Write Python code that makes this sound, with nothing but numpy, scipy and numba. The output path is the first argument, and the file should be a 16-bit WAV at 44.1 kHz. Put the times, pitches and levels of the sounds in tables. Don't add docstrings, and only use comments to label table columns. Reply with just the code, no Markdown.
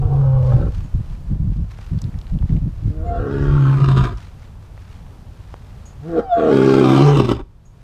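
import sys
import numpy as np
from scipy import signal
from scipy.fft import rfft, irfft, next_fast_len
from scipy.io import wavfile
from scipy.ndimage import uniform_filter1d, map_coordinates
from numba import njit

SR = 44100
rng = np.random.default_rng(int(sys.argv[2]) if len(sys.argv) > 2 else 0)


def wav_out(sig):
    wavfile.write(sys.argv[1], SR, np.round(np.clip(np.atleast_2d(sig).T, -1, 1) * 32767).astype(np.int16))


N = 345300
T = np.arange(N) / SR


def amp(db):
    return 10 ** (np.asarray(db) / 20)


def steady(x, seconds):
    return x / np.sqrt(np.abs(uniform_filter1d(x ** 2, int(seconds * SR))) + 1e-12)


def curves(phrases):
    times, *columns = np.transpose(np.concatenate(phrases))
    gate = sum((T >= rows[0][0]) & (T <= rows[-1][0]) for rows in phrases).clip(0, 1) * 1.0
    lanes = [uniform_filter1d(np.interp(T, times, column), 500) for column in columns]
    return lanes + [uniform_filter1d(gate, 600)]


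def wobble(knots_per_s):
    return map_coordinates(rng.standard_normal(int(N * knots_per_s / SR) + 4), [T * knots_per_s])


def eq(x, points):
    size = next_fast_len(N + 8192)
    hz, db = np.transpose(points)
    gain_db = np.interp(np.log(np.fft.rfftfreq(size, 1 / SR) + 1), np.log(hz + 1), db)
    return irfft(rfft(x, size) * amp(gain_db), size)[:N]


@njit
def resonate(x, hz, width_hz):
    y = np.zeros(len(x))
    r = np.exp(-np.pi * width_hz / SR)
    for i in range(2, len(x)):
        feedback = 2 * r * np.cos(2 * np.pi * hz[i] / SR) * y[i - 1] - r * r * y[i - 2]
        y[i] = (1 - r) * (x[i] - x[i - 2]) + feedback
    return y


FOLD_TEXTURES = {"moan": (0, .04), "break": (.4, .5), "slide": (.7, .27), "growl": (.8, .21),
                 "groan": (.12, .16), "rattle": (.6, .78)}
TRACT_COLOURS = {"moan": (0.33, 0, -14.5), "break": (0.06, -6.5, -10.5), "slide": (0.19, -3.5, -12.5),
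                 "growl": (.27, -2, -6), "groan": (0.06, -20.5, -8), "rattle": (0, 2, -3.5)}
# start_s, stage, throat_hz, throat_fall_hz_per_s,
# palate_hz, palate_fall_hz_per_s, palate_over_mouth_db, formant_ratio
STAGE_CUES = [(0, "break", 464, -2.5, 758, 150, 8, 0.97), (.22, "groan", 534, 9, 803, 29, 0.5, .94),
              (.52, "rattle", 593, 299.5, 792, 22, 4.5, 1.13),
              (2.8, "moan", 339.3, -500, 628, -100, 9.5, 1.3), (3.04, "break", 476, 1.5, 723, 1, 5, 1.15),
              (3.16, "slide", 527.5, 701, 747, 102, -1.5, 1.175),
              (3.299, "growl", 421, 280, 904, 31, -8, 1.253),
              (3.759, "rattle", 407, -17, 700, 0, -10, 1.034), (5.9, "moan", 422.8, -200, 712, 1, 8, 1.28),
              (6.172, "break", 482, 0.5, 692, 0, 8, 1.16), (6.35, "slide", 488.4, 32, 693, 52, 5.5, 1.2),
              (6.51, "growl", 417.9, 47, 893, 281, -2.5, 1.24),
              (6.83, "growl", 345.3, 78, 756, 0.5, -0.5, 1.04), (7.04, "groan", 406, 97, 781, 0, 0, 1.01),
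              (7.15, "rattle", 424, 99.5, 801, 2, -6.5, 0.97)]


def larynx(glide_s=.04, longest_sink_s=.6):
    starts = np.array([row[0] for row in STAGE_CUES])
    now = np.searchsorted(starts, T, side="right") - 1
    rows = np.array([FOLD_TEXTURES[stage] + tuple(cue) + TRACT_COLOURS[stage]
                     for _, stage, *cue in STAGE_CUES])
    (skip, rough, throat_hz, throat_fall, palate_hz, palate_fall,
     palate_over_db, ratio, sink, low_db, rasp_over_db) = rows[now].T
    since = np.minimum(T - starts[now], longest_sink_s)
    sunk = throat_hz - throat_fall * since, palate_hz - palate_fall * since, ratio * (1 - sink * since)
    controls = [skip, rough, *sunk, low_db, palate_over_db, rasp_over_db]
    return uniform_filter1d(controls, int(glide_s * SR), axis=1)


def vocal_folds(pitch_hz, skip, rough):
    cycles = np.cumsum(pitch_hz * (1 + .006 * wobble(30))) / SR
    at = np.flatnonzero(np.diff(np.floor(cycles)))
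    shimmer, jitter = rng.standard_normal((len(at), 2)).T
    strength = (1 - skip[at] * (np.arange(len(at)) % 2)) * amp((4 * rough[at] - .5) * shimmer)
    late = (.22 * rough[at] * jitter * SR / pitch_hz[at]).astype(int)
    beats = np.bincount(np.clip(at + late, 0, N - 1), strength, N)
    airflow = signal.fftconvolve(beats, np.exp(-T[:900] / .013))[:N] + .12
    return steady(beats, .58), steady(airflow * rng.standard_normal(N), .15), cycles


def throat(source, hz, low_db, rough):
    upper = resonate(source(.6 * rough), hz, 55.)
    upper = steady(resonate(upper, hz, 300.), .1)
    lower = steady(resonate(source(.5 * rough ** 2), np.full(N, 250.), 190.), .13)
    body = eq(upper - amp(low_db) * lower, [(110, -40), (185, 5), (640, -1), (1000, -30.5)])
    return steady(body, .13)


def palate(drive, hz):
    ring = resonate(drive, hz, 31.)
    return steady(eq(ring, [(400, -37), (620, 1.5), (950, .5), (1400, -26.5)]), .34)


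def formants(drive, modes, ratio, waver_db):
    return sum((-1) ** k * amp(db + waver_db * wobble(14)) * resonate(drive, hz * ratio, width_hz)
               for k, (hz, width_hz, db) in enumerate(modes))


# centre_hz, width_hz, level_db
MOUTH_FORMANTS = [(943, 54, 0), (1183, 64, 4.5), (1360, 30, 2.5), (1560, 150, -5)]


def mouth(drive, ratio):
    vowel = formants(drive, MOUTH_FORMANTS, ratio, waver_db=2.5)
    return steady(eq(vowel, [(650, -20.5), (900, 8.5), (1900, -2.5), (2600, -21)]), .14)


# centre_hz, width_hz, level_db
TEETH_FORMANTS = [(1993, 98, 0), (2330, 200, 2.5), (2753, 180, 0), (3060, 150, 3), (3610, 200, -0.5),
                  (4075, 180, -3), (4740, 460, -8), (5500, 490, -10), (6440, 590, -17.5)]
# freq_hz, gain_db
HISS_EQ = [(3240, -43.5), (5500, -15), (6250, -10), (8190, -3.5), (9500, -12.5), (11500, -16.5),
           (15100, -19.5)]


def teeth_rasp(breath, ratio, level_db):
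    rasp = formants(breath, TEETH_FORMANTS, ratio ** .3, waver_db=3)
    rasp = steady(eq(rasp, [(1400, -30.5), (1900, -3.5), (6500, -4), (9000, -15)]), .08)
    hiss_db = -17.5 + .1 * (level_db + 42.5) + .83 * wobble(18)
    return amp(level_db) * (rasp + amp(hiss_db) * steady(eq(breath, HISS_EQ), .092))


# start_s, accent_db
FOLD_SLAPS = [(0.5202, 12.5), (0.563, 4), (3.8026, 2.5), (3.8425, 5), (3.8825, -5.5), (3.913, -4.5),
              (3.9856, -2.5), (4.0082, 3), (4.045, -8), (4.0918, 4.5), (6.569, 2), (6.74, 6.5),
              (6.7957, -2), (6.8435, 1), (6.8933, 6), (7.1973, 9.5), (7.217, 2), (7.2536, -2), (7.2894, 10),
              (7.3122, 10), (7.3946, 10)]


def fold_slaps(rough, small_per_s=22, small_db=1.5):
    t = T[:1500]
    onset = 1 - np.exp(-t / .0015)
    hits = (rng.random(N) < small_per_s / SR) * rough * amp(small_db + 3.4 * wobble(60))
    for start_s, db in FOLD_SLAPS:
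        hits[round(start_s * SR)] = amp(db)
    return signal.fftconvolve(hits, np.exp(-t / .0039) * onset)[:N]


# time_s, pitch_hz, chest_db
ROAR_PITCH = [
    [(0.0, 127, -13.5), (0.044, 139.3, -27.5), (0.156, 137.2, -13), (0.552, 125.9, -13.5),
     (0.63, 125.3, -24), (0.678, 100.6, -21), (0.74, 98.5, -50)],
    [(2.9, 151.2, -37), (3.03, 159.9, -54), (3.338, 139.1, -26), (3.558, 143.9, -12), (3.652, 134.5, -10),
     (3.808, 137.6, -12.5), (4.032, 128.8, -15), (4.2, 104.8, -43)],
    [(5.95, 135, -55), (6.03, 145.9, -36), (6.088, 171.7, -30), (6.202, 157.9, -66), (6.478, 154.4, -37.5),
     (6.554, 132.8, -20.5), (6.736, 134.9, -20), (6.874, 130.6, -18.5), (6.992, 134.9, -13.5),
     (7.052, 145.6, -8.5), (7.164, 142.5, -12.5), (7.21, 127.9, -15), (7.338, 116, -23), (7.46, 121.6, -67)],
]
# time_s, throat_db, mouth_db
ROAR_LEVELS = [
    [(0, -35.5, -47), (.2, -33, -43), (.3, -32, -42), (.54, -28, -42.5), (.678, -29, -45.5),
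     (.716, -47, -66), (.74, -48, -61)],
    [(2.9, -38.5, -64), (3.146, -32, -41.5), (3.204, -26, -35), (3.3, -22.5, -38), (3.42, -23, -36),
     (3.58, -26.5, -33), (4.046, -25, -24), (4.134, -32, -37), (4.15, -45, -55), (4.2, -61, -43)],
    [(6.0, -69, -75), (6.05, -35.5, -54.5), (6.196, -11, -33), (6.252, -56, -52), (6.33, -63.5, -46.5),
     (6.38, -18, -30), (6.52, -10.5, -29.5), (6.81, -9.5, -26.5), (6.9, -11, -25), (7.1, -10.5, -20),
     (7.22, -15.5, -29), (7.33, -18.5, -28.5), (7.416, -37, -47), (7.46, -57, -83)],
]


def roar(nearing_db_per_s=1):
    pitch_hz, chest_db, gate = curves(ROAR_PITCH)
    throat_db, mouth_db, _ = curves(ROAR_LEVELS)
    skip, rough, throat_hz, palate_hz, ratio, low_db, palate_over_db, rasp_over_db = larynx()
    flap, flap_db, flapping = tissue_flap()
    beats, breath, cycles = vocal_folds(pitch_hz, skip, rough)

    def source(breath_share):
        share = np.clip(breath_share, 0, 1)
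        return np.sqrt(1 - share) * beats + np.sqrt(share) * breath

    effort_db = .26 * (np.clip(throat_db, -32, 0) + 12)
    distance_db = nearing_db_per_s * (T - T[-1])
    body = amp(throat_db) * throat(source, throat_hz, low_db, rough)
    bite = amp(mouth_db + palate_over_db) * palate(source(2.2 * rough), palate_hz)
    bite += amp(mouth_db) * mouth(source(.46 + rough), ratio)
    bite += teeth_rasp(breath, ratio, mouth_db + rasp_over_db + effort_db + distance_db)
    accent = fold_slaps(rough)
    sustain = .9 - .35 * flapping
    voice = body * (sustain + 1.1 * rough * accent) + bite * (sustain + accent)
    chest = amp(chest_db + 4 * rough * wobble(40)) * np.sqrt(2) * np.sin(2 * np.pi * cycles)
    chest *= 1 + .5 * flapping * amp(flap_db - flap_db.max()) * flap
    return gate * (chest + voice) + flapping * amp(flap_db) * np.sqrt(2) * flap


# time_s, level_db
WIND_LEVELS = [(0, -16), (.2, -23), (.65, -18), (.9, -33), (1.25, -25.5), (1.6, -26), (1.72, -33),
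               (3.3, -27), (4.3, -38), (7.1, -37.5), (7.5, -45), (7.83, -45)]
# start_s, length_s, rumble_db, edge_db
WIND_GUSTS = [(0.597, 0.1, -29, -29), (0.768, .1, -28, -43), (.94, 0.078, -18, -30), (1.08, .1, -50, -40),
              (1.293, 0.081, -31, -21.5), (1.39, 0.14, -25, -23.5), (1.556, 0.091, -20.5, -28.5),
              (1.912, 0.074, -21, -24.5), (2.026, 0.073, -33, -23.5), (2.131, 0.083, -31, -31.5),
              (2.312, 0.068, -20.5, -23), (2.392, .07, -20, -24.5), (2.494, 0.098, -14.5, -20),
              (2.612, .1, -23.5, -22.5), (2.82, 0.091, -21.5, -25), (2.964, .28, -28.5, -45),
              (3.403, 0.17, -19, -47)]
# freq_hz, gain_db
RUMBLE_EQ = [(7.1, -39.5), (12, -2), (43, 8), (110, 2.5), (140, -35), (240, -120)]
# freq_hz, gain_db
EDGE_EQ = [(56, -61), (95, -5.5), (150, -1), (226, -18), (303, -23.5), (417, -37), (800, -51),
           (1040, -63.5), (1760, -120)]


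def wind(rise_s=.015, fall_s=.011):
    def puff(start_s, length_s):
        ramps = np.minimum((T - start_s) / rise_s, (start_s + length_s - T) / fall_s)
        return np.clip(ramps + .5, 0, 1) ** 2

    _, flap_db, flapping = tissue_flap()
    rumble_gain = amp(curves([WIND_LEVELS])[0])
    rumble_gain += flapping * amp(flap_db - .5)
    rumble_gain += sum(amp(db) * puff(start, length) for start, length, db, _ in WIND_GUSTS)
    edge_gain = amp(-13.5) * rumble_gain
    edge_gain += sum(amp(db) * puff(start, length) for start, length, _, db in WIND_GUSTS)
    lumps = wobble(22)
    rumble = steady(eq(rng.standard_normal(N), RUMBLE_EQ) * amp(2.5 * lumps), .16)
    edge = steady(eq(rng.standard_normal(N), EDGE_EQ) * amp(6.5 * lumps + 6.9 * wobble(40)), .0356)
    return rumble_gain * rumble + edge_gain * edge


# freq_hz, gain_db
AIR_EQ = [(56, -30.5), (95, -1), (136, -6), (312, -22.5), (615, -25), (1000, -27), (2150, -39), (2440, -38),
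          (5240, -44), (13900, -53.5), (15100, -58)]
# time_s, level_db
AIR_LEVELS = [(0, -41.5), (6, -43), (7.3, -55.5), (7.83, -48.5)]


def far_air():
    bed = steady(eq(rng.standard_normal(N), AIR_EQ), .69)
    return bed * amp(curves([AIR_LEVELS])[0] + .57 * wobble(5.7))


# centre_s, level_db, spread_s
PAW_STEPS = [(0.501, -51.5, 0.074), (0.754, -51.5, 0.0044), (1.13, -58, 0.036), (1.32, -74, 0.035),
             (1.719, -52, 0.017), (1.95, -65, 0.21), (2.52, -56, 0.05), (4.22, -52, 0.05),
             (4.43, -60, 0.029), (4.65, -59, 0.026), (4.93, -55.5, 0.053), (5.52, -63, 0.033),
             (5.65, -62, 0.1), (5.87, -68.5, 0.041)]
# freq_hz, gain_db
LEAF_EQ = [(470, -31), (800, -2), (1500, -1.5), (1890, -3.5), (2220, -5), (4700, -10.5), (6640, -16),
           (15100, -34)]


def dry_leaves():
    steps = sum(amp(db) * np.exp(-.5 * ((T - centre) / spread) ** 2) for centre, db, spread in PAW_STEPS)
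    stir = amp(curves([AIR_LEVELS])[0] - 23 + 6.2 * wobble(10))
    grains = rng.standard_normal(N) * amp(3.6 * wobble(230))
    return (steps + stir) * steady(eq(grains, LEAF_EQ), .039)


# start_s, level_db, pitch_hz, t60_s
BIRD_CHIPS = [(0.8345, -61.5, 6699, 0.22), (5.8554, -51.5, 6670, 0.24), (7.651, -63, 6650, 0.28)]


def bird():
    out, t = np.zeros(N + SR), T[:SR // 4]
    for start_s, db, hz, t60_s in BIRD_CHIPS:
        ring = resonate(rng.standard_normal(len(t)), np.full(len(t), float(hz)), 250.)
        envelope = amp(db + 3 - 60 * t / t60_s) * (1 - np.exp(-t / .0021))
        out[round(start_s * SR):][:len(t)] += envelope * ring / np.std(ring)
    return out[:N]


# start_s, crack_db, crack_hz, knock_db
TWIG_SNAPS = [(1.3481, -54, 2080, -31), (1.7893, -36.5, 2030, -22), (1.9885, -31, 3660, -39),
              (2.0174, -23.5, 5500, -28), (2.0407, -32.5, 3970, -37), (2.142, -36, 2060, -41),
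              (2.1881, -33, 3940, -43), (2.2138, -31, 3360, -33), (2.2685, -34, 2700, -40),
              (2.388, -36, 3120, -34), (2.4269, -45, 2540, -22.5), (2.494, -33.5, 2010, -40),
              (2.565, -31.5, 2350, -37), (4.1733, -36.5, 4730, -36), (4.431, -38, 1998, -34),
              (4.7774, -38.5, 1960, -27), (5.0651, -42.5, 2090, -34), (5.5415, -49, 2850, -14.5),
              (5.6461, -46, 3300, -39), (5.695, -50.5, 2130, -36)]


def twigs():
    out, t = np.zeros(N + SR), T[:SR // 4]
    for start_s, db, hz, knock_db in TWIG_SNAPS:
        crack = rng.standard_normal(len(t))
        for _ in range(2):
            crack = resonate(crack, np.full(len(t), float(hz)), .53 * hz)
        crack *= amp(db - 6.5 - 60 * t / .013) / np.std(crack)
        knock = amp(knock_db - 60 * t / .0033) * np.sin(2 * np.pi * 800 * t)
        tick = amp(db - 26.5 - 60 * t / .006) * np.diff(rng.standard_normal(len(t) + 1))
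        out[round(start_s * SR):][:len(t)] += crack + knock + tick
    return out[:N]


# time_s, pitch_hz, level_db
WHISTLE_PHRASES = [
    [(3.04, 691, -39.5), (3.096, 701, -24.5), (3.185, 683, -27)],
    [(6.16, 880, -46.5), (6.21, 822, -38.5), (6.29, 750, -30), (6.332, 689.6, -10), (6.4, 679.4, -20.5),
     (6.456, 638, -21), (6.55, 605.3, -29.5)],
]
# harmonic_number, relative_db
WHISTLE_OVERTONES = [(2, -27.5), (3, -38), (4, -43.5), (5, -43.5), (6, -48), (7, -55), (10, -54)]


def whistle(full_voice_db=-15):
    hz, db, gate = curves(WHISTLE_PHRASES)
    phase = 2 * np.pi * np.cumsum(hz * (1 + .00358 * wobble(50))) / SR
    lift_db = .29 * (full_voice_db - db)
    overtones = sum(amp(relative_db + lift_db + 8.2 * wobble(25)) * np.sin(k * phase)
                    for k, relative_db in WHISTLE_OVERTONES)
    return gate * amp(db) * np.sqrt(2) * (np.sin(phase) + overtones)


# time_s, pitch_hz, level_db
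FLAP_PHRASES = [
    [(3.75, 55.23, -40), (3.992, 51.1, -20.5), (4.2, 55.48, -38)],
    [(7.03, 58.9, -56), (7.204, 59.4, -28), (7.44, 40.26, -34)],
]


def tissue_flap():
    hz, db, gate = curves(FLAP_PHRASES)
    return np.sin(2 * np.pi * np.cumsum(hz) / SR), db, gate


def tree_echo(voice, t60_s=.3):
    tail = rng.standard_normal(SR // 2) * amp(-60 * T[:SR // 2] / t60_s)
    return signal.fftconvolve(np.pad(voice, (700, 0)), tail / np.linalg.norm(tail))[:N]


def scene():
    lioness = roar() + whistle()
    echo = amp(-20) * tree_echo(lioness)
    return (lioness + echo + wind() + far_air() + dry_leaves() + twigs() + bird())[None]


def record(dry):
    ceiling, top_hz = .92, 15290
    soft = dry / (1 + np.abs(dry / ceiling) ** 4) ** (1 / 4)
    size = next_fast_len(N + 8192)
    passband = np.fft.rfftfreq(size, 1 / SR) < top_hz
    return irfft(rfft(soft, size) * passband, size)[:, :N]


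dry = scene()
out = record(dry)
wav_out(out)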